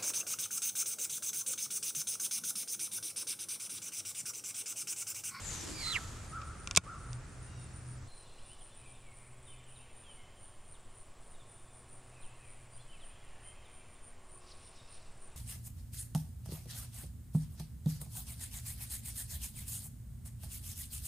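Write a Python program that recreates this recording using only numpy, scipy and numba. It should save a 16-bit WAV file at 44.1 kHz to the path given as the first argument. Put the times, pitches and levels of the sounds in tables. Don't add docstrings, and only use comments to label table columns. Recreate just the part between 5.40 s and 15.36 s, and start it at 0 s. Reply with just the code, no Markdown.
import sys
import numpy as np
from scipy import signal
from scipy.fft import rfft, irfft, next_fast_len
from scipy.io import wavfile
from scipy.ndimage import uniform_filter1d, minimum_filter1d
from numba import njit

SR = 44100
rng = np.random.default_rng(int(sys.argv[2]) if len(sys.argv) > 2 else 0)


def unload_wav(signal):
    wavfile.write(
        sys.argv[1],
        SR,
        np.round(np.clip(np.atleast_2d(signal).T, -1, 1) * 32767).astype(np.int16),
    )


N = 439236
TIME = np.arange(N) / SR
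TOP_HZ = 15700

# frequency in Hz, relative level in dB.
SPOOL_SPECTRUM = [(290, -46), (500, -8.5), (745, -13.5), (871, -2), (1190, -4), (1450, -10.5), (1750, -5),
                  (3610, -4.5), (5700, -4.5), (7160, 1.5), (12100, -15), (14800, -36)]
# time in seconds, level in dB before unevenness.
SPOOL_LEVEL_DB = [(0.0, -52), (.06, -47), (.3, -45.5), (.37, -50.5), (.46, -47), (.54, -46.5), (.62, -50.5),
                  (1.2, -73)]
# time in seconds, frequency in Hz.
WHISTLE_PITCH_HZ = [(.3, 4980), (0.414, 4570), (.432, 4180), (.52, 4030), (.561, 2424), (0.587, 1490)]
# start in seconds, level in dB before the common trims,
# ring against crack in dB before its trim, crack decay in seconds, low edge of the crack in Hz, high edge in Hz.
BLOWS = [(1.0157, -41, 5, 0.0058, 1500, 5000), (1.274, -20, 2, 0.0007, 1100, 7500),
         (1.311, -18, 3, 0.0008, 350, 7500), (1.35, -28.5, -2.5, 0.0037, 1200, 7000),
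         (1.3622, -7, -15, 0.00099, 3300, 10000), (1.367, -15.5, -3, 0.0025, 1200, 5000),
         (1.3705, -13, -9.5, 0.0027, 1000, 12000), (1.3738, 4, -0.5, 0.0013, 300, 12000),
         (1.3747, -1, -11, .0006, 900, 12000), (1.377, -5, -21, 0.0036, 60, 600),
         (1.731, -32, -3, 0.0014, 2800, 7500)]
# frequency in Hz, gain in dB.
CRACK_SPECTRUM = [(150, -0.5), (380, -12), (620, -5), (850, -14.5), (1080, -1), (1750, -14.5), (2400, 0),
                  (3000, -7.5), (3650, -2.5), (4100, -10), (4800, -4), (6600, -1.5), (8700, -5),
                  (15000, -30.5)]
# frequency in Hz, relative level in dB, 60 dB decay time in seconds.
REEL_MODES = [(79.4, -7.5, 0.083), (179.3, -9, 0.064), (1075, -14.5, 0.053), (1420, -8.5, 0.054),
              (2340, -4, 0.029), (2730, -9.5, 0.029), (3600, -14.5, 0.044), (5300, -3, 0.017),
              (6230, -4.5, 0.014), (7000, -8.5, 0.014)]
# middle in seconds, frequency in Hz, peak level in dB.
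SCUFF_TABLE = [(9.075, 4970, -64), (9.118, 4700, -59)]
# start in seconds, level in dB before the tree echo.
CAW_TABLE = [(0.446, -48.5), (.91, -45.5), (1.455, -48)]
# multiple of the pitch, level in dB before flutter and tree echo.
MEW_HARMONICS = [(3, -69.5), (4, -73), (5, -74), (6, -71)]
# start in seconds, length in seconds, start pitch in Hz, end pitch in Hz,
# level in dB before flutter and tree echo.
BIRD_NOTES = [(2.668, 0.09, 4170, 4150, -64), (2.67, .19, 3900, 3920, -66), (2.972, .035, 2450, 3250, -64),
              (3.09, 0.06, 2750, 3000, -62), (3.196, .048, 3900, 2600, -62), (3.62, .14, 2400, 2080, -63.5),
              (4.052, 0.051, 3900, 3250, -64), (4.07, 0.085, 3130, 3020, -60),
              (4.115, .06, 2850, 2230, -63), (4.351, .04, 4200, 3200, -64), (4.628, 0.128, 3550, 2790, -58),
              (4.75, .11, 2200, 2100, -66), (5.332, .048, 4400, 2600, -63),
              (5.937, 0.033, 4000, 3410, -64.5), (5.99, .04, 3700, 3430, -62.5),
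              (6.745, .09, 2650, 2390, -64.5), (6.812, 0.059, 4500, 2400, -61),
              (6.99, .15, 2680, 2150, -64.5), (7.33, .038, 4800, 4750, -67),
              (7.368, 0.064, 3000, 3500, -63), (7.39, 0.055, 4180, 4120, -67), (7.475, .1, 3070, 3060, -60),
              (7.51, 0.075, 3100, 2200, -61.5), (7.592, 0.07, 4300, 2550, -60),
              (8.029, 0.12, 3120, 3100, -61), (8.24, .045, 4100, 3150, -65), (9.375, .058, 4000, 3450, -63)]
# middle in seconds, half length in seconds,
# relative level in dB, typical pitch in Hz.
TWITTER_BOUTS = [(2.952, 0.27, -70.5, 3490), (3.45, 0.15, -68, 3200), (3.799, .15, -71, 2410),
                 (4.349, 0.36, -69, 2649), (6.95, .3, -70.5, 2504), (8.048, 0.64, -70, 2548)]
CHIRP_TIMES_S = [.92, 1.08, 1.21, 1.729, 2.06, 2.23, 2.37, 2.52, 2.79, 3.1, 3.25, 3.39, 3.51, 3.78, 4.1,
                 4.4, 4.6, 4.73, 5.05, 5.32, 5.59, 5.91, 6.12, 6.37, 6.55, 6.85, 7.099, 7.36, 7.67, 8.08,
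                 8.37, 8.67, 8.95, 9.27, 9.54, 9.85]
# start in seconds, end in seconds, pitch in Hz,
# level in dB before the tree echo.
CRICKET_SPELLS = [(0, 4.33, 7990, -73), (5.3, 7.68, 7910, -77), (8.85, 9.96, 7880, -78),
                  (4.7, 8.2, 8330, -82), (8.55, 9.96, 8320, -80)]
# start in seconds, end in seconds,
# level in dB added to its faint lowest line.
ENGINE_SPELLS = [(1.68, 1.8, -44.5), (1.92, 2.66, -50.5), (3.4, 4.45, -64.5), (6.2, 7.5, -67.5)]
# multiple of the firing rate, level in dB before the change near 9 s,
# that change in dB.
ENGINE_HARMONICS = [(2, -77.5, -1.5), (3, -77, 8.5)]
# frequency in Hz, relative level in dB.
CHEST_AIR_SPECTRUM = [(12, -50), (20, -4), (124, -5.5), (164, -13), (368, -21), (474, -22.5), (1090, -27),
                      (1340, -22.5), (2170, -30.5), (3590, -37.5), (7120, -34.5), (8500, -37.5),
                      (11000, -78)]
# frequency in Hz, relative level in dB.
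BANK_AIR_SPECTRUM = [(15, 1.5), (26, -8), (38, -16), (114, -15.5), (151, -24), (260, -29.5), (645, -26),
                     (1770, -34.5), (3660, -41.5), (8000, -45), (10400, -76)]


def undb(db):
    return 10 ** (np.asarray(db) / 20)


def unit(x):
    return x / np.sqrt(np.mean(x ** 2) + 1e-24)


def curves(table, t=TIME):
    s, *columns = np.transpose(table)
    return [np.interp(t, s, c) for c in columns]


def noise():
    return rng.standard_normal(N)


def walk(rate_hz):
    knots = rng.standard_normal(N // 8)
    return 1.214 * np.interp(TIME * rate_hz, np.arange(len(knots)), knots)


def colour(x, points):
    size = next_fast_len(N + SR // 2)
    hz, db = np.transpose(points)
    octave = np.log2(np.maximum(np.fft.rfftfreq(size, 1 / SR), 1))
    gain_db = np.interp(octave, np.log2(hz), db)
    gain_db = gain_db - 20 * np.maximum(octave - np.log2(hz[-1]), 0)
    cepstrum = irfft(np.log(undb(gain_db)), size)
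    cepstrum[1:size // 2] *= 2
    cepstrum[size // 2 + 1:] = 0
    return irfft(rfft(x, size) * np.exp(rfft(cepstrum)), size)[:N]


@njit
def resonator(x, hz, width_hz):
    y = np.empty(len(x))
    band_state, low_state = 0., 0.
    for i in range(len(x)):
        g = np.tan(np.pi * min(hz[i], .45 * SR) / SR)
        k = width_hz / hz[i]
        v = (band_state + g * (x[i] - low_state)) / (1 + g * (g + k))
        band_state = 2 * v - band_state
        low_state = low_state + 2 * g * v
        y[i] = k * v
    return y


def band(hz, width_hz):
    hz = hz * np.ones(N)
    once = resonator(noise(), hz, float(width_hz))
    return unit(resonator(once, hz, float(width_hz)))


def turns(hz):
    return 2 * np.pi * np.cumsum(hz * np.ones(N)) / SR


def envelope(start_s, attack_s, hold_s, fade_db_per_s, curve=1):
    rise = np.clip((TIME - start_s) / attack_s, 0, 1) ** curve
    return rise * undb(-fade_db_per_s * np.clip(TIME - start_s - attack_s - hold_s, 0, 2))


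def hump(middle_s, width_s):
    return np.exp(-np.minimum(((TIME - middle_s) / width_s) ** 2, 10 ** 2))


def spells(table, fade_s):
    total = 0
    for start, end, db in table:
        inside_s = np.minimum(TIME - start, end - TIME)
        total = total + undb(db) * np.clip(.5 + inside_s / fade_s, 0, 1)
    return total


def spread(mid, side):
    return np.array([mid + side, mid - side])


def trees(x, t60_s, wet_db, echo_s=0, echo_gain=0):
    t = TIME[:2 * SR]
    tail = undb(-60 * t / t60_s) + echo_gain * np.exp(-((t - echo_s) / 0.009) ** 2)
    response = tail * rng.standard_normal(len(t))
    response = response / np.linalg.norm(response)
    return x + undb(wet_db) * signal.fftconvolve(x, response)[:N]


def spool(grain_db=1.5, side_db=-7, uneven_db=1.2, coast_db=-67.5):
    rush_peak_s, rush_fade_db_per_s, rush_db = 0.082, 74, -43.5
    rush_start_hz, rush_sag_hz_per_s, rush_width_hz = 7750, 8600, 1200
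    level_db, = curves(SPOOL_LEVEL_DB)
    hiss_gain = np.hypot(undb(level_db + uneven_db * walk(45)), undb(coast_db))
    patter = unit(undb(grain_db * walk(1300)))
    mid, side = (unit(colour(noise() * patter, SPOOL_SPECTRUM)) for _ in range(2))
    hiss = spread(mid, undb(side_db) * side) * hiss_gain
    rush_hz = np.maximum(rush_start_hz - rush_sag_hz_per_s * TIME, WHISTLE_PITCH_HZ[0][1])
    rush_gain = undb(rush_db) * envelope(0, rush_peak_s, 0, rush_fade_db_per_s, curve=1.2)
    rush = band(rush_hz, rush_width_hz) * patter * rush_gain
    running = np.interp(TIME, [.8, 1.4], [1, 0])
    return (hiss + spread(rush, 0.46 * rush)) * running


def whistle(width_hz=400, double_db=-11, half_db=-52, sizzle_db=-55, chatter=0.23, cycles_per_turn=5.8):
    thumb_s, press_s, hold_s, fade_db_per_s, level_db = 0.271, 0.211, 0.09, 800, -39
    grab_s, grab_width_s, grab_db = .562, 0.0074, 9.5
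    pan_db, lag_s = -6, .00005
    hz, = curves(WHISTLE_PITCH_HZ)
    pressure = envelope(thumb_s, press_s, hold_s, fade_db_per_s, curve=1.85)
    loudness = pressure * undb(level_db + grab_db * hump(grab_s, grab_width_s))
    core = band(hz, width_hz)
    core = unit(core / np.abs(signal.hilbert(core)) ** .5)
    upper = undb(double_db) * (hz / 4200) ** 2 * band(2 * hz, 1500)
    octaves = undb(half_db) * band(hz / 2, 230) + undb(sizzle_db) * band(2 * hz, 1100)
    touch = np.sqrt(pressure) * octaves
    once_a_turn = 1 + chatter * np.sin(turns(hz / cycles_per_turn))
    tone = ((core + upper) * loudness + touch) * once_a_turn
    left = undb(pan_db / 2) * np.roll(tone, int(lag_s * SR))
    return np.array([left, undb(-pan_db / 2) * tone])


def crack(t, decay_s):
    fade = np.exp(-t / decay_s)
    spectrum = rfft(fade * rng.standard_normal(len(t)))
    burst = irfft(spectrum / np.abs(spectrum), len(t)) * np.sqrt(np.sqrt(fade))
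    return burst * np.linalg.norm(fade) / np.linalg.norm(burst)


def clutch(ring_db=-20, crack_db=3, side_db=-4, shudder_db=-26, shudder_s=.0065):
    t = TIME[:SR // 5]
    cracks, blows = np.zeros((2, N)), np.zeros(N)
    for s, db, body_db, decay_s, low_hz, high_hz in BLOWS:
        i = int(s * SR)
        edges_hz = [low_hz, min(high_hz, TOP_HZ)]
        thin = signal.butter(2, edges_hz, "bandpass", fs=SR, output="sos")
        bursts = [crack(t, decay_s) + undb(shudder_db) * crack(t, shudder_s) for _ in range(2)]
        cracks[:, i:i + len(t)] += undb(db + crack_db) * signal.sosfilt(thin, bursts)
        blows[i] += undb(db + body_db + ring_db)
    ring = np.zeros(len(t))
    for k, (hz, db, t60_s) in enumerate(REEL_MODES):
        ring += (-1) ** k * undb(db - 60 * t / t60_s) * np.sin(2 * np.pi * hz * t)
    mid = colour(cracks[0], CRACK_SPECTRUM) + signal.fftconvolve(blows, ring)[:N]
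    side_points = [(1200, side_db - 5.5), (4500, side_db - 2.0), (9000, side_db - 8)]
    side = colour(colour(cracks[1], CRACK_SPECTRUM), side_points)
    return spread(mid, side)


def swing(middle_s=0.29, width_s=0.073, hz=300, peak_db=-46.5):
    return np.array([band(hz, 180), band(hz, 140)]) * undb(peak_db) * hump(middle_s, width_s)


def rustle(uneven_db=1.4, scuff_bandwidth_hz=1400, scuff_width_s=0.01):
    start_s, attack_s, hold_s, fade_db_per_s, level_db = 8.98, 0.07, 0.6, 130, -65.2
    grains = sum(band(hz, 1700) * undb(2 * walk(100)) for hz in (2700, 4100, 5300))
    grains = unit(grains * undb(uneven_db * walk(35)))
    out = grains * undb(level_db) * envelope(start_s, attack_s, hold_s, fade_db_per_s)
    for s, hz, db in SCUFF_TABLE:
        out = out + band(hz, scuff_bandwidth_hz) * undb(db) * hump(s, scuff_width_s)
    return out


def crow(hoarse_hz=55, rasp=0.17):
    attack_s, hold_s, fade_db_per_s = 0.03, 0.052, 220
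    base_hz, arch_hz, arch_top_s, arch_width_s = 1165, 189.6, .06, 0.041
    out = np.zeros(N)
    for s, level_db in CAW_TABLE:
        hz = base_hz + arch_hz * hump(s + arch_top_s, arch_width_s)
        voice = np.sin(turns(hz + hoarse_hz * walk(400))) * (1 + rasp * walk(160))
        out += unit(voice) * undb(level_db) * envelope(s, attack_s, hold_s, fade_db_per_s)
    return trees(out, t60_s=1.5, wet_db=-3.0, echo_s=0.139, echo_gain=0.77)


def mew(start_s=2.06, length_s=.24, pitch_hz=905, arch_hz=45, sag_hz_per_s=200, waver=.013):
    middle_s = start_s + length_s / 2
    arch = arch_hz * hump(start_s + length_s / 3, length_s / 3)
    hz = pitch_hz + arch - sag_hz_per_s * np.clip(TIME - middle_s, 0, length_s)
    phase = turns(hz * (1 + waver * walk(200)))
    voice = sum(undb(db) * np.sin(k * phase) * undb(2 * walk(39.8)) for k, db in MEW_HARMONICS)
    return trees(voice * hump(middle_s, length_s / 2), t60_s=1.3, wet_db=-1)


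def slur(length_s, start_hz, end_hz, waver, hook=.05, flutter_db=2.5):
    u = np.linspace(0, 1, int(length_s * SR))
    knots = np.arange(100)
    wobble, flutter = (np.interp(u * length_s * 200, knots, rng.standard_normal(100)) for _ in range(2))
    bow = hook * (end_hz > start_hz) * np.sin(np.pi * u)
    hz = start_hz * (end_hz / start_hz) ** u * (1 + waver * wobble + bow)
    loudness = np.sin(np.pi * u) * undb(flutter_db * flutter)
    return loudness * np.sin(2 * np.pi * np.cumsum(hz) / SR)


def songbirds(waver=.02, lull_db=-79, lull_hz=2750, count=700):
    near, far = np.zeros(N), np.zeros(N + SR)
    for s, length_s, start_hz, end_hz, db in BIRD_NOTES:
        note = slur(length_s, start_hz, end_hz, waver)
        near[int(s * SR):][:len(note)] += undb(db) * note
    bouts = [(undb(db) * hump(s, half_s), hz) for s, half_s, db, hz in TWITTER_BOUTS]
    bouts.append((undb(lull_db), lull_hz))
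    power = sum(gain ** 2 for gain, _ in bouts)
    hz = sum(gain ** 2 * pitch_hz for gain, pitch_hz in bouts) / power
    for k, (late, pitch, glide) in enumerate(rng.random((count, 3))):
        i = int((k + late) / count * (N - 1))
        start_hz = hz[i] * 1.6 ** (pitch - .5)
        note = slur(0.045, start_hz, start_hz * (1.08 - 0.37 * glide), waver)
        far[i:i + len(note)] += note
    far = unit(far[:N]) * np.sqrt(power)
    return trees(near, t60_s=2.7, wet_db=-0.5) + trees(far / 2, t60_s=0.9, wet_db=7.0)


def katydid(hz, width_hz):
    strokes = 1 + .45 * np.sin(turns(107 * (1 + .06 * walk(20))))
    return unit(band(hz, width_hz) * strokes)


def crickets(pulse_hz=19.2, slide_hz=400):
    out = np.zeros(N)
    for start, end, hz, db in CRICKET_SPELLS:
        cycle = turns(pulse_hz * (1 + 0.01 * walk(2))) / (2 * np.pi) % 1
        tone = np.sin(turns(hz - slide_hz * (cycle - .5) + 40 * walk(300)))
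        pulses = tone * np.sin(np.pi * cycle) ** 6
        out += unit(pulses) * spells([(start, end, db)], fade_s=0.079)
    return trees(out, t60_s=0.3, wet_db=-7)


def insects(chirp_db=-58.2, chirp_width_s=.046):
    trill = undb(-77.0) * np.sin(turns(7280 + 45 * walk(500))) * np.sqrt(2)
    chirps = sum(hump(s, chirp_width_s) for s in CHIRP_TIMES_S)
    near = katydid(9183, 530) * undb(chirp_db + walk(1.92)) * chirps
    chorus = katydid(9250, 1300) * undb(-67.5 + 2.5 * walk(13))
    low_pass = signal.butter(8, 10300, fs=SR, output="sos")
    return signal.sosfilt(low_pass, crickets() + trill + near + chorus)


def engine(firing_hz=123, faint_db=-74, fade_db=2, whine_hz=1095, whine_db=-75):
    swell_s, swell_width_s, whine_swell_db = 9.05, 0.26, 7
    phase = turns(firing_hz * (1 + 0.00973 * walk(5.5)))
    low = unit(np.sin(phase) * undb(fade_db * walk(13)))
    low = low * (undb(faint_db) + spells(ENGINE_SPELLS, fade_s=0.099))
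    swell = hump(swell_s, swell_width_s)
    upper = np.zeros(N)
    for k, db, change_db in ENGINE_HARMONICS:
        line = unit(np.sin(k * phase) * undb(fade_db * walk(4.5)))
        upper += line * undb(db + change_db * swell)
    whine = undb(whine_db + whine_swell_db * swell) * band(whine_hz, 119.2)
    return low + upper + whine


def high_hiss(middle_s=2.92, width_s=0.55, hz=5000, width_hz=2600, peak_db=-73):
    return band(hz, width_hz) * undb(peak_db) * hump(middle_s, width_s)


def air(chest_db=-46, settle_db_per_s=2.2, rumble_db=-54, bank_db=-51.5, hiss_db=-80):
    chest_bass_side_db, chest_side_db = -15, -6
    step_back_s, step_fade_s = 2.675, 0.012
    mid, side = (unit(colour(noise(), CHEST_AIR_SPECTRUM)) for _ in range(2))
    side = colour(side, [(110, chest_bass_side_db), (400, chest_side_db), (9000, chest_side_db)])
    chest = spread(mid, side) * undb(chest_db - settle_db_per_s * TIME)
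    chest = chest + undb(rumble_db) * band(82, 70)
    bank = unit(colour(noise(), BANK_AIR_SPECTRUM)) * undb(bank_db + .5 * walk(2.7))
    behind = np.clip((TIME - step_back_s) / step_fade_s, 0, 1)
    return chest * (1 - behind) + bank * behind + undb(hiss_db) * noise()


def scene():
    angler = spool() + whistle() + clutch() + swing() + rustle()
    return angler + crow() + mew() + songbirds() + insects() + engine() + high_hiss() + air()


def record(dry):
    ceiling, hold_samples, attack_samples = .87, SR // 16, 20
    needed = np.minimum(1, ceiling / (np.abs(dry).max(axis=0) + 1e-9))
    held = minimum_filter1d(needed, hold_samples, origin=(hold_samples - attack_samples) // 2)
    gain = uniform_filter1d(held, attack_samples)
    low_pass = signal.ellip(8, .2, 70, TOP_HZ, fs=SR, output="sos")
    return signal.sosfilt(low_pass, dry * gain)


dry = scene()
out = record(dry)
unload_wav(out)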